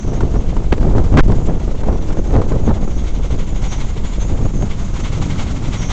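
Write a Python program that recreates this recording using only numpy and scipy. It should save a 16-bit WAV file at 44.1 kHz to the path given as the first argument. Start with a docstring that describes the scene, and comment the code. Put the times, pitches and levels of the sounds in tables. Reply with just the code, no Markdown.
"""Gusty wind buffets the microphone and, at its strongest, overloads it.
Behind it a steam traction engine rolls along a dirt lane, some way off: each piston stroke
puffs steam out of the stack, about twelve a second, louder in the second half.
Steam hisses from it in a wavering band, over the rush of its draught and running gear."""
import sys
import numpy as np
from scipy.fft import rfft, irfft, next_fast_len
from scipy.io import wavfile
from scipy.ndimage import uniform_filter1d, map_coordinates

SR = 44100
rng = np.random.default_rng(int(sys.argv[2]) if len(sys.argv) > 2 else 0)


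def digitize_waveform(pressure):
    """Quantize a signal to 16-bit integers and store it at the path in sys.argv[1].

    Rows of a 2-D input are taken as channels; values are limited to [-1, 1].
    """
    field = np.atleast_2d(pressure).T
    bounded = np.clip(field, -1, 1)
    quanta = np.round(bounded * 32767).astype(np.int16)
    wavfile.write(sys.argv[1], SR, quanta)


N = 261072


def amp(db):
    """Decibels to gain."""
    return 10 ** (np.asarray(db) / 20)


def unit(x):
    """x at rms 1."""
    return x / np.sqrt(np.mean(x ** 2) + 1e-20)


def evened(x, window_samples):
    """x with its running rms held at 1."""
    return x / np.sqrt(np.abs(uniform_filter1d(x ** 2, size=window_samples)) + 1e-6)


def time_s():
    """Time of every sample."""
    return np.arange(N) / SR


def curves(rows):
    """One per-sample curve for each column after the time."""
    knots_s, *columns = np.transpose(rows)
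    return [np.interp(time_s(), knots_s, column) for column in columns]


def wobble(rate_hz):
    """Smooth random curve through rate_hz knots a second."""
    knots = rng.standard_normal(int(N * rate_hz / SR) + 4)
    return map_coordinates(knots, [time_s() * rate_hz], mode="mirror")


def filtered(x, response):
    """x through the frequency response response(hz)."""
    size = next_fast_len(N + 8192)
    return irfft(rfft(x, size) * response(np.fft.rfftfreq(size, 1 / SR)), size)[:N]


def colour(spectrum, hz):
    """Gain at hz from (freq_hz, gain_db) rows, on a log axis."""
    freq_hz, gain_db = np.transpose(spectrum)
    return amp(np.interp(np.log(hz + 1), np.log(freq_hz + 1), gain_db))


def noise(spectrum):
    """Coloured noise at rms 1."""
    return unit(filtered(rng.standard_normal(N), lambda hz: colour(spectrum, hz)))


def puff(crest_s, rise_s, fall_s):
    """Envelope: Gaussian rise to 1, exponential fall."""
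    age_s = time_s() - crest_s
    return np.exp(-(np.minimum(age_s, 0) / rise_s) ** 2 - np.clip(age_s / fall_s, 0, 20))


def wind(lumps_db=3.0, bursts_db=2.0, coupling=0.27, unrest_db=1.5):
    """Slow pressure swings; smaller eddies come in lumps, most at a swing's height and in gusts."""
    # breeze at the microphone: time_s, swing_db, rumble_db, flutter_db
    breeze = [(0, -24, -25.5, -35.5), (0.15, -15, -21.5, -29.5), (0.68, -14, -24, -31.5),
              (0.88, -11, -18, -25.5), (1.3, -11, -19.5, -30), (1.65, -14.5, -25.5, -30),
              (2.3, -14.5, -24.5, -30.5), (2.7, -13, -19.5, -27.5), (3.1, -14.5, -27.5, -34.5),
              (3.75, -15, -24, -35), (4.0, -16.5, -26.5, -35.5), (4.4, -15, -23.5, -34),
              (4.8, -17.5, -24.5, -39), (5.3, -18, -20, -35.5), (5.92, -19, -22.5, -37.5)]
    # gusts above the breeze: crest_s, half_length_s, lift_db
    gusts = [(0.097, 0.028, 7), (0.246, 0.039, 8.5), (0.347, 0.055, 7.5), (0.866, .045, 7),
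             (0.985, 0.042, 6), (1.154, .035, 13.5), (1.31, 0.033, 8.5), (1.502, 0.022, 6),
             (1.897, .045, 10.5), (2.186, 0.027, 7.5), (2.357, 0.058, 12.5), (2.537, 0.031, 6.5),
             (2.696, 0.042, 7.5), (3.333, 0.021, 5.5), (4.32, 0.034, 5), (4.457, 0.023, 6),
             (4.631, 0.037, 9.5)]
    # wind bands, low to high: freq_hz, density_db
    swing_spectrum = [(2, -17), (8, 8), (13, 3.5), (25, 1.5), (50, -3), (80, -11), (150, -38), (500, -61.5)]
    rumble_spectrum = [(25, -21), (55, -6), (90, 0.5), (140, -3.5), (210, -6.5), (300, -15), (600, -36),
                       (1500, -86.5)]
    flutter_spectrum = [(60, -27), (180, -9.5), (290, 0), (450, -2.5), (800, -12), (1300, -23.5),
                        (2200, -36.5), (4000, -45.5), (8000, -59.5)]
    swing_db, rumble_db, flutter_db = curves(breeze)
    lift_db = sum(db * np.exp(-((time_s() - crest_s) / half_s) ** 2) for crest_s, half_s, db in gusts)
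    lift_db += unrest_db * wobble(16)
    swing = evened(noise(swing_spectrum), window_samples=6000)
    lumps = amp(lumps_db * wobble(130) + bursts_db * wobble(35)) * (1 + coupling * swing ** 2)
    rumble = evened(np.sqrt(lumps) * noise(rumble_spectrum), window_samples=4000)
    flutter = evened(lumps * noise(flutter_spectrum), window_samples=3000)
    return (amp(swing_db + 0.3 * lift_db) * swing
            + amp(rumble_db + lift_db) * rumble
            + amp(flutter_db + 1.09 * lift_db) * flutter)


def chuffing(rise_s, fall_s, effort=((0, 0),), scatter_db=1.27):
    """Envelope of one puff per piston stroke, accented by its place in the turn of the crank."""
    # engine speed: time_s, stroke_rate_hz
    speed = [(0, 11.9), (1.0, 12.45), (2.5, 12.5), (2.9, 12.2), (4.3, 12.3), (4.8, 11.75), (5.92, 11.62)]
    # four strokes of one crank turn: accent_db
    crank_accents = [-0.5, 1.1, 3, 0]
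    rate_hz, = curves(speed)
    strokes_done = np.cumsum(rate_hz) / SR
    count = int(strokes_done[-1]) + 1
    crests_s = np.interp(np.arange(count), strokes_done, time_s())
    accents_db = np.resize(crank_accents, count) + scatter_db * rng.standard_normal(count)
    levels_db = np.interp(crests_s, *np.transpose(effort)) + accents_db
    return sum(amp(db) * puff(crest_s, rise_s, fall_s) for crest_s, db in zip(crests_s, levels_db))


def exhaust(echo_gain=0.099, echo_s=0.0052):
    """Each stroke lets a puff of steam out of the stack, whose short echo hollows it."""
    # stack noise: freq_hz, density_db
    spectrum = [(150, -16.5), (400, -1), (900, 4), (1400, -2), (1780, -6.5), (2130, 2.5), (2500, -5.5),
                (3000, -3), (3300, -2), (3550, -3), (4100, -7), (4900, -12), (6500, -11), (8500, -12.5)]
    # exhaust strength: time_s, level_db
    effort = [(0, -42.5), (2.2, -44), (2.9, -40.5), (3.32, -35.5), (3.5, -38), (3.77, -32), (3.9, -38),
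              (4.28, -34), (4.4, -46), (4.62, -45.5), (4.72, -37), (4.88, -44), (5.05, -28.5), (5.15, -35),
              (5.38, -28.5), (5.53, -37.5), (5.83, -25.5)]
    hollow = filtered(noise(spectrum), lambda hz: 1 + echo_gain * np.exp(-2j * np.pi * hz * echo_s))
    return chuffing(rise_s=0.018, fall_s=0.031, effort=effort) * unit(hollow)


def draught(rattle_db=3.5):
    """Boiler draught: a continuous rush with the fine unevenness of the running gear."""
    # strength of the rush: time_s, level_db
    levels = [(0, -43), (2.8, -44), (3.7, -42.5), (4.55, -43.5), (4.85, -37.5), (5.4, -36), (5.6, -37.5),
              (5.9, -39)]
    # draught and gear noise: freq_hz, density_db
    spectrum = [(100, -5), (400, 1.5), (950, -0.5), (1300, -2), (1780, -8), (2100, -8), (2550, -8),
                (3300, -11), (4900, -14), (7000, -10), (9000, -16.5)]
    level_db, = curves(levels)
    return amp(level_db + rattle_db * wobble(70)) * noise(spectrum)


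def noise_band(centre_hz, half_width_hz):
    """Narrow noise that follows a pitch curve."""
    phase = 2 * np.pi * np.cumsum(centre_hz) / SR
    in_phase, quadrature = (
        filtered(rng.standard_normal(N), lambda hz: 1 / (1 + (hz / half_width_hz) ** 4))
        for _ in range(2))
    return unit(in_phase * np.cos(phase) + quadrature * np.sin(phase))


def steam(whistle_db=-1.5, hiss_db=-5, waver_hz=110, spread_hz=360, flicker_db=7, sputter_db=2.5):
    """Sputtering jet: half-whistles flicker in a wider hiss that drifts and swells with each stroke."""
    # escaping steam: time_s, level_db, centre_hz
    jet = [(0.04, -44, 6104), (0.2, -57, 6230), (0.36, -48.5, 6270), (0.55, -65, 6243), (1.2, -55, 6583),
           (1.44, -51, 6950), (1.65, -56, 6300), (2.1, -52, 6200), (2.8, -50, 6500), (3.08, -50, 6245),
           (3.55, -47, 6520), (3.74, -43, 6100), (3.92, -49, 6960), (4.2, -40, 6800), (4.42, -51, 6730),
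           (5.2, -47, 6350), (5.66, -55, 6650), (5.82, -37.5, 6080)]
    level_db, centre_hz = curves(jet)
    whistles = 0
    for side in (-1, 0, 1):
        flicker = amp(flicker_db * np.minimum(wobble(34), 1.5) - 2 * abs(side))
        pitch_hz = centre_hz + side * spread_hz + waver_hz * wobble(19)
        whistles += flicker * noise_band(pitch_hz, half_width_hz=135)
    whistles = evened(whistles, window_samples=12000)
    sputter = amp(sputter_db * wobble(12))
    flow = unit(sputter * (1 + 0.5 * chuffing(rise_s=0.024, fall_s=0.03)))
    hiss = noise_band(centre_hz, half_width_hz=700)
    return amp(level_db) * flow * (amp(whistle_db) * whistles + amp(hiss_db) * hiss)


def eddies(thump_db=-6.5, spike_db=-3, spike_s=0.00032):
    """Single eddies hit the microphone with a spike of suction and a short thump."""
    # eddy strikes: start_s, level_db
    strikes = [(0.131, -14.5), (0.205, -6), (0.353, -11.5), (0.565, -8.5), (0.777, -12), (0.828, -13),
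               (0.98, -7), (1.074, -20), (1.137, -9.5), (1.318, -6), (1.832, -12), (1.895, -10),
               (1.925, -10), (2.035, -19.5), (2.102, -13.5), (2.169, -13), (2.304, -11), (2.337, -12.5),
               (2.362, -8.5), (2.414, -8.5), (2.519, -7), (2.689, -10), (2.767, -15.5), (2.875, -12),
               (4.622, -11)]
    # thump noise: freq_hz, density_db
    spectrum = [(30, 7), (150, -10), (400, -4.5), (900, -13.5), (1600, -24), (3000, -38.5), (8000, -41)]
    thumps = suction = 0
    for start_s, level_db in strikes:
        thumps += amp(level_db + thump_db) * puff(start_s + 0.0026, rise_s=0.0012, fall_s=0.008)
        from_spike_s = np.abs(time_s() - start_s - 0.003)
        suction += amp(level_db + spike_db) * np.exp(-np.minimum(from_spike_s / spike_s, 20))
    return thumps * evened(noise(spectrum), window_samples=400) - suction


def surges():
    """One-sided shoves of air; the biggest pin the input and blot out all else."""
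    # pressure surges: crest_s, half_length_s, pressure_full_scales
    shoves = [(0.716, 0.0034, -0.6), (1.222, 0.0095, 2.6), (1.2713, 0.0055, -2.4)]
    return sum(pressure * np.exp(-np.minimum(np.abs(time_s() - crest_s) / half_s, 4) ** 3)
               for crest_s, half_s, pressure in shoves)


def blasts(tearing_db=3):
    """The hardest blasts tear across the microphone in flat-topped bursts."""
    # blasts of air: start_s, length_s, level_db
    bursts = [(0.722, 0.0092, -3), (0.73, 0.011, -16), (1.171, 0.037, -1)]
    # tearing noise: freq_hz, density_db
    spectrum = [(20, 12), (230, 9), (450, -3), (1100, -6), (1800, -12), (3000, -21), (5000, -32),
                (8000, -35.5)]
    envelope = 0
    for start_s, length_s, level_db in bursts:
        from_middle = np.abs(2 * (time_s() - start_s) / length_s - 1)
        envelope += amp(level_db) * np.exp(-np.minimum(from_middle, 2) ** 6)
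    tearing = amp(tearing_db * wobble(400)) * noise(spectrum)
    return envelope * evened(tearing, window_samples=600)


def scene():
    """The engine some way off, the wind right at the microphone; mono."""
    engine = exhaust() + draught() + steam()
    air = wind() + blasts() + eddies() + surges()
    return (engine + air)[None]


def record(dry, ceiling=0.7, hardness=9, band_hz=9100, top_hz=15800):
    """The input flattens the biggest swings and dulls the treble; overshoots clip again and crackle."""
    # microphone roll-off: freq_hz, gain_db
    roll_off = [(7000, 0), (7500, -2), (8000, -7.5), (8600, -16), (9100, -29)]
    flattened = dry[0] / (1 + np.abs(dry[0] / ceiling) ** hardness) ** (1 / hardness)
    dulled = filtered(flattened, lambda hz: colour(roll_off, hz) * (hz < band_hz))
    clipped = np.clip(dulled, -ceiling, ceiling)
    return filtered(clipped, lambda hz: hz < top_hz)[None]


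dry = scene()
out = record(dry)
digitize_waveform(out)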